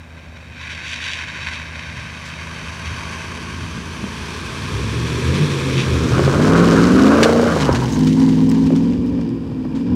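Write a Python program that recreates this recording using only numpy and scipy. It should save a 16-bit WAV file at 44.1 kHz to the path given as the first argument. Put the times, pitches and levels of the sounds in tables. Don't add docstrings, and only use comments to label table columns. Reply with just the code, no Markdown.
import sys
import numpy as np
from scipy import signal
from scipy.fft import rfft, irfft, next_fast_len
from scipy.io import wavfile

SR = 44100
rng = np.random.default_rng(int(sys.argv[2]) if len(sys.argv) > 2 else 0)


def unload_audio(sound):
    columns = np.transpose(np.atleast_2d(sound))
    steps = np.round(np.clip(columns, -1, 1) * 32767)
    wavfile.write(sys.argv[1], SR, steps.astype(np.int16))


N = 438794
TIME = np.arange(N) / SR

# t/s, firing rate/Hz
REVS = [(0.0, 81.51), (0.4, 79.6), (1.3, 80.51), (2.2, 80.56), (3.0, 81.97), (3.4, 85.94), (4.0, 85.77),
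        (4.55, 86.76), (4.8, 104.37), (5.0, 118.35), (5.2, 120.66), (5.43, 152.06), (5.6, 134.81),
        (5.8, 132.47), (6.08, 122.27), (6.2, 135.06), (6.32, 140.49), (6.42, 150.0), (6.51, 164.01),
        (6.63, 174.92), (6.77, 163.01), (6.87, 180.67), (6.98, 193.02), (7.1, 215.04), (7.2, 224.92),
        (7.33, 232.0), (7.46, 238.36), (7.58, 210.28), (7.7, 178.52), (7.82, 172.0), (7.96, 156.12),
        (8.08, 158.4), (8.2, 162.99), (8.4, 160.52), (8.58, 164.99), (8.72, 162.85), (8.9, 177.47),
        (9.15, 178.0), (9.25, 167.0), (9.48, 166.5), (9.6, 157.53), (9.7, 155.16), (9.84, 175.22),
        (9.95, 184.44)]
# t/s, throttle (0-1)
THROTTLE = [(0.0, 0.57), (3.0, 0.57), (4.5, 0.4), (4.8, 0.85), (5.2, 0.78), (5.42, 1), (5.55, 0.36),
            (5.85, 0.69), (6.1, 0.58), (6.48, 0.93), (6.7, 0.9), (7.1, 0.86), (7.3, 0.56), (7.5, 0.25),
            (7.62, 0.12), (7.88, 0.0), (8.02, 0.84), (8.9, 0.94), (9.0, 0.53), (9.18, 0.74), (9.3, 0.49),
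            (9.45, 0.24), (9.58, 0.34), (9.7, 0.49), (9.9, 0.98)]
# relative strength/dB, delay through its header/s
CYLINDERS = [(-2, 0.0042), (-2.5, 0.0049), (0, 0.0044), (-4, 0.0038), (-2.5, 0.003), (1, 0.0029),
             (-2, 0.001), (1, 0.0037)]

PASS_S, SPEED_M_PER_S, CLOSEST_M = 6.86, 4.83, 3.55
BANK_START_S, BANK_END_S = 5.3, 6.44
SCREEN_S, SCREEN_LENGTH_S = 6.97, 0.19


def engine():
    # t/s, side (0 = nose, 1 = flank, 2 = tail)
    facing_curve = [(6.2, 0), (6.5, 1), (7.15, 1), (8.0, 2)]
    [firing_hz] = in_time(REVS)
    [throttle] = in_time(THROTTLE)
    [facing] = in_time(facing_curve)
    screen_db = 5 * swell(SCREEN_S, SCREEN_LENGTH_S)
    cycle_hz = firing_hz * (1 + 0.002 * drift(13.8)) / len(CYLINDERS)
    cycle = np.cumsum(cycle_hz) / SR
    note = exhaust_note(cycle, cycle_hz, throttle, facing, waver_db=1.59)
    note *= from_db(spreading_db() - 3.5)
    rasp = pipe_rasp(cycle, throttle, facing, screen_db)
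    clatter = mechanical_clatter(cycle, throttle, screen_db)
    return note + hum(cycle) + rasp + crossfade(0, clatter, BANK_START_S, BANK_END_S)


def exhaust_note(cycle, cycle_hz, throttle, facing, waver_db):
    # multiple of the engine cycle, coasting level/dB, full-throttle level/dB
    orders = [(3.0, -15.5, -18), (4.0, -23, -31), (5.0, -23, -10), (6.0, -8, -33), (7.0, -24, -26),
              (8.0, -24, -4), (9.0, -34, -26), (10.0, -34.8, -14.5), (11.0, -28.5, -16),
              (12.0, -32.5, -21.5), (13.0, -35.5, -16.5), (14.0, -34.5, -30), (15.0, -42.5, -32.5),
              (16.0, -28.5, -19.5), (17.0, -29.5, -28), (18.0, -32, -28.5), (19.0, -30.5, -28),
              (20.0, -36, -25.5), (21.0, -36.0, -23.5), (22.0, -36.5, -32.5), (23.0, -39.5, -35.5),
              (24.0, -34.9, -30.5), (25.0, -42, -34), (26.0, -51.5, -40), (27.0, -45.5, -37.5),
              (28.0, -42, -34.5), (29.0, -43, -43.5), (30.0, -41, -40.5), (32.0, -48, -37.5),
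              (35.0, -43, -42), (36.0, -39, -37.5), (40.0, -33.5, -47.5)]
    # f/Hz, gain heard from ahead/dB, alongside/dB, from behind/dB
    pipe = [(30.0, -44.7, -28.0, -28.0), (48.0, -25.5, -8.3, -13), (66.7, -4.5, -9, -7.6),
            (84.0, -6, -5.5, -6.4), (108.0, -10, -16.5, -12), (136.6, -3, -13, 1.2), (170, -2.2, -5, -3.5),
            (197, -12.3, -8, -1.3), (224.7, 2.5, -3, 7.5), (264.5, -5, 3.5, 15), (298, -5, -0.7, 7),
            (353, 1, -1.9, -1.4), (394, -4.5, 4.5, -5), (472, 9, 3.3, 1), (567, -3, 5.5, -4.5),
            (700.0, -12.5, 4, -14)]
    pipe_hz, *sides_db = np.transpose(pipe)
    shares = [np.maximum(1 - abs(facing - side), 0) for side in range(len(sides_db))]
    reeds_db_per_octave = 10 * np.interp(TIME, [0, 3.1], [1, 0])
    tub_hz, tub_width, door_hz = 290, 0.15, 370
    tub_db = 5 * swell(7.0, 0.16)
    door_db = 6 * swell(SCREEN_S, SCREEN_LENGTH_S)
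    unsteady_db = waver_db * np.interp(
        TIME,
        [4.4, 4.8, 6.2, 6.6, 7.4, 7.8, 8.0, 8.7, 9.0, 9.5, 9.9],
        [1.7, 2, 2.2, 1.1, 1.1, 1.4, 1, 1.1, 1.6, 2.8, 1.8])
    scatter = 0.054 * np.interp(
        TIME, [4.2, 4.8, 6.1, 6.5, 7.2, 8.0, 9.2], [.8, 1.3, .9, .45, .3, .4, .9])
    out = np.zeros(N)
    for multiple, coasting_db, pulling_db in orders:
        order = round(multiple)
        log_hz = np.log(order * cycle_hz)
        pipe_db = sum(share * np.interp(log_hz, np.log(pipe_hz), side_db)
                      for share, side_db in zip(shares, sides_db))
        db = coasting_db + throttle * (pulling_db - coasting_db) + pipe_db
        db += unsteady_db * drift(8.8)
        db += tub_db * np.exp(-((log_hz - np.log(tub_hz)) / tub_width) ** 2)
        db -= door_db * np.clip((log_hz - np.log(door_hz)) / .2, 0, 1)
        db -= reeds_db_per_octave * np.maximum(log_hz - np.log(108), 0) / np.log(2)
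        phase = 2 * np.pi * order * cycle - 2 * np.pi * order ** 2 / 5 + rng.normal(0, .4)
        phase += scatter * max(order - 13, 0) * drift(22)
        out += np.sqrt(2) * from_db(db) * np.cos(phase)
    return out


def pipe_rasp(cycle, throttle, facing, screen_db):
    # f/Hz, relative level/dB per Hz
    bright_colour = [(250, -36), (350, -52), (430, -4.5), (510, 1), (600, 1), (700, -3.5), (860, -9.5),
                     (1300, -45)]
    # f/Hz, relative level/dB per Hz
    dark_colour = [(250, -7), (400, 1), (480, -5.5), (560, -12), (660, -24), (800, -28), (1000, -13),
                   (1300, -32.5)]
    gas = firings(cycle, rough=0.22, jitter_s=.00008, puff_s=0.0089, turbulence=1.0)
    dark = np.interp(TIME, [1.8, 3.3, 5.9, 6.35, 6.85, 7.1, 7.7, 8.0],
                     [0, 1, 0.9, 0.54, 0.77, 0.066, 0, 0.95])
    rasp = (1 - dark) * coloured(gas, bright_colour)
    rasp += dark * from_db(0.5) * coloured(gas, dark_colour)
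    behind = np.maximum(facing - 1, 0) ** 2
    level_db = -24.5 + 4.5 * throttle - 8.5 * behind + 1.42 * spreading_db()
    shade_db = 1.5 * swell(SCREEN_S, 2 * SCREEN_LENGTH_S)
    return rasp * from_db(level_db - shade_db - screen_db)


def mechanical_clatter(cycle, throttle, screen_db):
    # f/Hz, relative level/dB per Hz
    clatter_colour = [(600, -35), (850, -5), (1080, 6.5), (1300, 6), (1550, 5), (1900, -9.5), (2500, -8),
                      (4000, -42)]
    # f/Hz, relative level/dB per Hz
    driveline_colour = [(600, -6.5), (780, 1), (960, 8), (1080, 2), (1250, -10), (1600, -5), (1900, -13.5),
                        (2500, -31)]
    # t/s, gain/dB
    bend = [(9.2, 0), (9.9, 11)]
    metal = firings(cycle, rough=0.91, jitter_s=.00008, puff_s=0.025, turbulence=2.2)
    whine_db = 6 + 0.72 * spreading_db() + 4 * (throttle - .5) + in_time(bend)[0]
    whine = coloured(metal, driveline_colour) * from_db(whine_db)
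    clatter = crossfade(coloured(metal, clatter_colour), whine, 7.55, 7.9)
    return clatter * from_db(-22.5 + 2.52 * spreading_db() - screen_db)


def firings(cycle, rough, jitter_s, puff_s, turbulence):
    number = np.arange(int(cycle[-1] * len(CYLINDERS)))
    db, delay = np.array(CYLINDERS)[number % len(CYLINDERS)].T
    size, slip = rng.standard_normal((2000, 2))[number].T
    s = np.interp(number / len(CYLINDERS), cycle, TIME) + delay + jitter_s * slip
    pulses = np.zeros(N)
    pulses[np.clip(s * SR, 0, N - 1).astype(int)] = from_db(db) * (1 + rough * size)
    envelope = signal.lfilter([1], [1, -np.exp(-1 / (puff_s * SR))], pulses)
    puffs = envelope * rng.standard_normal(N)
    return rms_one(pulses) + turbulence * rms_one(puffs)


def hum(cycle):
    # multiple of the firing rate, level/dB
    harmonics = [(2, -33), (3, -35)]
    firing = 2 * np.pi * len(CYLINDERS) * cycle
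    lines = sum(from_db(db + 3 * drift(6)) * np.cos(round(k) * firing) for k, db in harmonics)
    return crossfade(np.sqrt(2) * lines * from_db(spreading_db()), 0, 2.4, 5.4)


def water():
    return crossfade(bow_wave() + splashes(), 0, 4.31, BANK_END_S)


def bow_wave():
    # t/s, level/dB
    flow = [(0, -48.5), (.3, -45), (.5, -43), (.6, -35), (.8, -31.5), (1.25, -30.5), (1.55, -29.5),
            (1.68, -34), (2.2, -34), (3.0, -31), (3.85, -34), (4.6, -30), (5.0, -28), (5.4, -24.5),
            (6.0, -23.5)]
    # f/Hz, relative level/dB per Hz
    far_colour = [(380, -47), (650, -14), (758, -20), (931, -6), (1070, -2.5), (1190, -8), (1270, -14.5),
                  (1560, 4), (1840, -2.5), (2090, 0.5), (2540, 3), (2850, -9), (3120, -4), (3410, -12.5),
                  (3830, -3), (4190, -17), (4580, -8.5), (5010, -26), (5410, -11.5), (6070, -16.5),
                  (6730, -23), (7460, -23.5), (8060, -30), (9900, -31), (14000, -53)]
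    middle_colour = [(380, -19), (650, -3), (761, -12.5), (879, -3), (939, -0.5), (1100, 3.5), (1360, -8),
                     (1570, 2.5), (1880, -7), (2580, -2), (2830, -7.5), (3180, -4), (3490, -14.5),
                     (3830, -12), (4140, -17), (4480, -7.5), (5110, -15), (6060, -10), (6910, -21),
                     (9720, -23), (11100, -28.5), (12600, -38), (15000, -46)]
    near_colour = [(380, -45), (650, -17.5), (781, -14.5), (879, -4.5), (1060, 2), (1470, -4.5),
                   (1670, 0.5), (1960, -5.5), (2480, 1.5), (2870, -8), (3360, -2.5), (4910, -11.5),
                   (5750, -8), (6220, -14), (9600, -20), (13900, -36), (15000, -43)]
    [flow_db] = in_time(flow)
    far = coloured(grains(700, 2.2, 0), far_colour) * from_db(1.4 * drift(22))
    middle = coloured(grains(1200, 2.4, 0), middle_colour) * from_db(0.67 * drift(10))
    near = coloured(grains(2000, 1.5, 0), near_colour) * from_db(0.51 * drift(18))
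    approaching = crossfade(far, middle, 1.4, 3.78)
    return crossfade(approaching, near, 3.27, 5.57) * from_db(flow_db)


def splashes():
    # t/s, peak level/dB, rise/s, fall/s
    throws = [(.62, -42, .015, 0.044), (.72, -36, 0.034, 0.044), (.91, -28.5, 0.06, 0.066),
              (1.07, -27, 0.059, 0.082), (1.15, -33, .02, 0.066), (1.44, -37, .01, .03),
              (1.54, -34, .015, 0.032), (2.86, -35, .008, .03), (3.07, -44, 0.0093, .03),
              (5.36, -29, .03, 0.045), (5.8, -21, 0.074, 0.041)]
    # f/Hz, relative level/dB per Hz
    plunge_colour = [(1300, -9), (1600, -3), (2450, 10), (2900, 5.5), (3300, 5.5), (3900, 5), (4200, -13),
                     (4550, 3), (5000, -11), (5700, -2), (7500, -14.5), (10500, -23), (13000, -41)]
    thrown = sum(from_db(db) * swell(s, np.where(TIME < s, rise, fall))
                 for s, db, rise, fall in throws)
    return thrown * coloured(grains(650, 3.0, -3.5), plunge_colour) * from_db(1.2 * drift(35))


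def gravel():
    # f/Hz, relative level/dB per Hz
    near_colour = [(1120, -26), (1900, -0.5), (2520, -7), (2770, -4), (3030, -1), (3420, -6.5), (3740, -4),
                   (6160, -7), (9070, -16.5), (12300, -26.5), (15500, -31)]
    far_colour = [(1120, -25), (1900, -2.5), (2090, -24), (2330, 3), (2560, -5), (2800, -3.5), (3480, -7.5),
                  (4230, -14), (4910, -5.5), (6610, -26), (8090, -36), (8380, -30), (9230, -39),
                  (9560, -48), (15500, -47.5)]
    [throttle] = in_time(THROTTLE)
    near = coloured(grains(900, 0.91, -0.85), near_colour) * from_db(1.1 * drift(14))
    far = coloured(grains(540, 3.2, 1.4), far_colour) * from_db(0.38 * drift(22))
    ticks = from_db(-6) * coloured(pebbles(), near_colour)
    ticks *= np.interp(TIME, [7.3, 8.2, 9.0, 9.4], [1, 1, .8, .25])
    gone = np.interp(TIME, [7.8, 9.0], [0, 1])
    level_db = -31 + 1.01 * spreading_db() + 7.5 * gone * (throttle - 1.62)
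    crunch = (crossfade(near, far, 8.25, 9.3) + ticks) * from_db(level_db)
    return crossfade(0, crunch, BANK_START_S, BANK_END_S)


def pebbles():
    per_s, ring_cycles = 80, 14
    pops = (rng.random(N) < per_s / SR) * from_db(rng.uniform(-17, 0, N))
    pitches = np.geomspace(2400, 9000, 8)
    dealt = rng.integers(0, len(pitches), N)
    rings = sum(ring(pops * (dealt == k), hz, ring_cycles / hz) for k, hz in enumerate(pitches))
    envelope = signal.lfilter([1], [1, -np.exp(-1 / (0.0008 * SR))], pops + 1e-18)
    cracks = envelope * rng.standard_normal(N)
    return .5 * rms_one(rings) + rms_one(cracks)


def rumble():
    # f/Hz, relative level/dB per Hz
    rumble_colour = [(25, -63), (42, -35), (60, -10), (90, -2), (150, -3), (250, -3), (400, -10.5),
                     (520, -21), (800, -24.5)]
    # t/s, peak level/dB, length/s
    bumps = [(1.42, -38, .04), (2.02, -33, 0.073), (2.66, -34, .03), (2.93, -33, .07), (3.628, -27, .025),
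             (3.76, -31, .03), (4.045, -26, 0.022), (4.9, -30.5, 0.37), (5.948, -23, .06), (6.12, -21, .04),
             (7.74, -17, .04), (8.65, -27, .05), (8.97, -24, .04), (9.11, -29, .04), (9.55, -36.5, .25),
             (9.93, -24, 0.036)]
    # f/Hz, relative level/dB per Hz
    bump_colour = [(50, -13), (78, -2), (110, -1.5), (160, -8.5), (230, -19.5)]
    level_db = -20 + 1.415 * spreading_db() + 1.55 * drift(9)
    crest_db = 5 * swell(7.15, 0.41)
    steady = coloured(rng.standard_normal(N), rumble_colour) * from_db(level_db - crest_db)
    drumming = sum(from_db(db) * swell(s, length) for s, db, length in bumps)
    return steady + drumming * coloured(rng.standard_normal(N), bump_colour)


def body():
    # t/s, level before the mode gains/dB
    thuds = [(1.988, -25), (3.777, -18), (4.041, -15.5), (4.209, -21), (6.179, -15), (6.27, -11),
             (7.712, -9), (7.739, -9)]
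    # t/s, level before the mode gains/dB
    booms = [(8.708, -16), (8.722, -17), (8.735, -17), (9.653, -25)]
    # t/s, level before the mode gains/dB
    knocks = [(6.194, -15.5), (6.278, -13.5), (6.725, -20), (7.563, -16), (7.691, -10.5), (8.705, -26),
              (9.191, -30), (9.516, -35), (9.653, -33)]
    # t/s, level before the mode gains/dB
    stones = [(7.838, -23), (7.893, -34), (7.925, -25), (7.992, -22), (8.047, -23), (8.074, -22),
              (8.198, -25), (8.418, -36), (8.493, -25), (8.499, -23), (8.643, -32), (8.664, -30),
              (8.763, -26), (9.062, -38), (9.075, -38), (9.152, -43), (9.212, -41), (9.291, -42)]
    # f/Hz, gain/dB, t60/s
    stone_modes = [(3100, -8, .007), (5200, -0.5, .006), (7900, -3.5, .004), (10800, -14, .003)]
    blows = strikes(thuds, [(79, -4, 0.078), (126.0, -0.5, 0.06), (190, 0.5, 0.046)])
    blows += strikes(booms, [(215, 2, .06), (352, 3.5, 0.052)])
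    blows += strikes(knocks, [(410.0, 11.0, 0.015), (519, 2.0, 0.04), (746, -12.0, 0.038),
                              (1110, -7.0, 0.047), (1460, -15.0, 0.022)])
    blows += strikes(stones, stone_modes)
    return blows + judder() + rattles() + squeaks()


def judder():
    start_s = 7.2235
    cycle_s = len(CYLINDERS) / np.interp(start_s + .1, *np.transpose(REVS))
    beats = [(start_s + k * cycle_s, -7.5 - 0.7 * k) for k in range(8)]
    modes = [(462, 5, 0.053), (553, 3, 0.031), (700, -0.5, 0.0087),
             (1070, -16, 0.027), (1430, -18, .015)]
    return strikes(beats, modes, uneven_db=0.3)


def rattles():
    # t/s, onset level/dB, length/s
    bursts = [(2.254, -28.5, 0.057), (6.247, -19, 0.023), (6.417, -18.5, 0.029), (6.555, -21, 0.041),
              (6.718, -16.5, 0.026), (7.23, -5, 0.018), (7.601, -18.5, 0.049), (7.747, -17.5, 0.025),
              (7.957, -23, 0.013), (8.069, -21.5, 0.023), (8.289, -22, .007), (8.515, -21.5, .006),
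              (8.547, -27, 0.0058), (8.666, -24, 0.0089), (8.76, -27.5, 0.015), (8.933, -30, 0.0082),
              (9.21, -36, 0.012), (9.751, -35.5, 0.066)]
    # f/Hz, relative level/dB per Hz
    rattle_colour = [(700, -12), (1400, 7.5), (2500, 5), (3300, 3.5), (5500, -1), (7500, -5.5),
                     (10000, -16), (15000, -31)]
    shaking = np.zeros(N)
    for s, db, length in bursts:
        start = int(s * SR)
        age = np.maximum(TIME[start:] - s, 0) / length
        shaking[start:] += from_db(db) * np.exp(-np.minimum(age, 12) ** 1.4)
    metal = coloured(grains(1300, 2.0, -2), rattle_colour)
    return shaking * metal * from_db(-8 + 2.0 * drift(130))


def squeaks():
    # t/s, f/Hz, peak level/dB, length/s
    scrapes = [(6.62, 14500, -68, .06), (7.216, 14750, -55.5, .09), (7.729, 5400, -26, 0.0045),
               (7.936, 6500, -34, 0.021)]
    out = np.zeros(N)
    for s, hz, db, length in scrapes:
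        scrape = rms_one(ring(rng.standard_normal(N), hz, t60=0.006))
        out += from_db(db) * swell(s, length) * scrape
    return out


def open_air():
    # f/Hz, relative level/dB per Hz
    air_colour = [(600, -3), (1000, 11.5), (3000, -6), (8000, -12), (15500, -25.5)]
    return from_db(-51.0) * coloured(rng.standard_normal(N), air_colour)


def spreading_db():
    distance_m = np.hypot(CLOSEST_M, SPEED_M_PER_S * (TIME - PASS_S))
    return -20 * np.log10(distance_m / CLOSEST_M)


def strikes(rows, modes, uneven_db=3.5):
    s, db = np.transpose(rows)
    out = np.zeros(N)
    for hz, mode_db, t60 in modes:
        clicks = np.zeros(N)
        clicks[(s * SR).astype(int)] = from_db(db + mode_db + rng.normal(0, uneven_db, len(s)))
        no_push = signal.butter(4, .62 * hz, "high", fs=SR, output="sos")
        out += signal.sosfilt(no_push, ring(clicks, hz, t60))
    return out


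def ring(clicks, hz, t60):
    r, w = from_db(-60 / (t60 * SR)), 2 * np.pi * hz / SR
    return signal.lfilter([0, np.sin(w)], [1, -2 * r * np.cos(w), r * r], clicks + 1e-18)


def grains(per_s, spread_db, hiss_db):
    sizes = from_db(spread_db * np.minimum(rng.exponential(1, N), 4)) * rng.choice([-1, 1], N)
    clicks = sizes * (rng.random(N) < per_s / SR)
    return rms_one(clicks) + from_db(hiss_db) * rng.standard_normal(N)


def coloured(x, spectrum):
    size = next_fast_len(N + 4096)
    hz, db = np.transpose(spectrum)
    log_hz = np.log(np.arange(size // 2 + 1) * SR / size + 1)
    below = np.maximum(np.log(hz[0]) - log_hz, 0)
    above = np.maximum(log_hz - np.log(hz[-1]), 0)
    gain = from_db(np.interp(log_hz, np.log(hz), db) - 80 * (below + above))
    return rms_one(irfft(rfft(x, size) * gain, size)[:N])


def drift(rate):
    r = np.exp(-80 * np.pi * rate / SR)
    noise = rng.standard_normal(N // 40 + 2002)
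    slow = signal.lfilter([1], [1, -2 * r, r * r], noise)[2000:]
    return np.interp(np.arange(N) / 40, np.arange(len(slow)), rms_one(slow))


def swell(s, length):
    return np.exp(-np.minimum(abs(TIME - s) / length, 6) ** 2)


def crossfade(a, b, start, end):
    share = np.clip((TIME - start) / max(end - start, 1e-3), 0, 1)
    return a * np.sqrt(1 - share) + b * np.sqrt(share)


def in_time(rows):
    s, *columns = np.transpose(rows)
    return [np.interp(TIME, s, column) for column in columns]


def rms_one(x):
    return x / np.sqrt(np.mean(x ** 2) + 1e-20)


def from_db(db):
    return 10 ** (np.asarray(db) / 20)


def scene():
    return (engine() + water() + gravel() + rumble() + body() + open_air())[None]


def record(dry):
    rounded = dry / (1 + (dry / .95) ** 8) ** (1 / 8)
    top_cut = signal.ellip(10, .1, 90, 15700, fs=SR, output="sos")
    return signal.sosfilt(top_cut, rounded)


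dry = scene()
out = record(dry)
unload_audio(out)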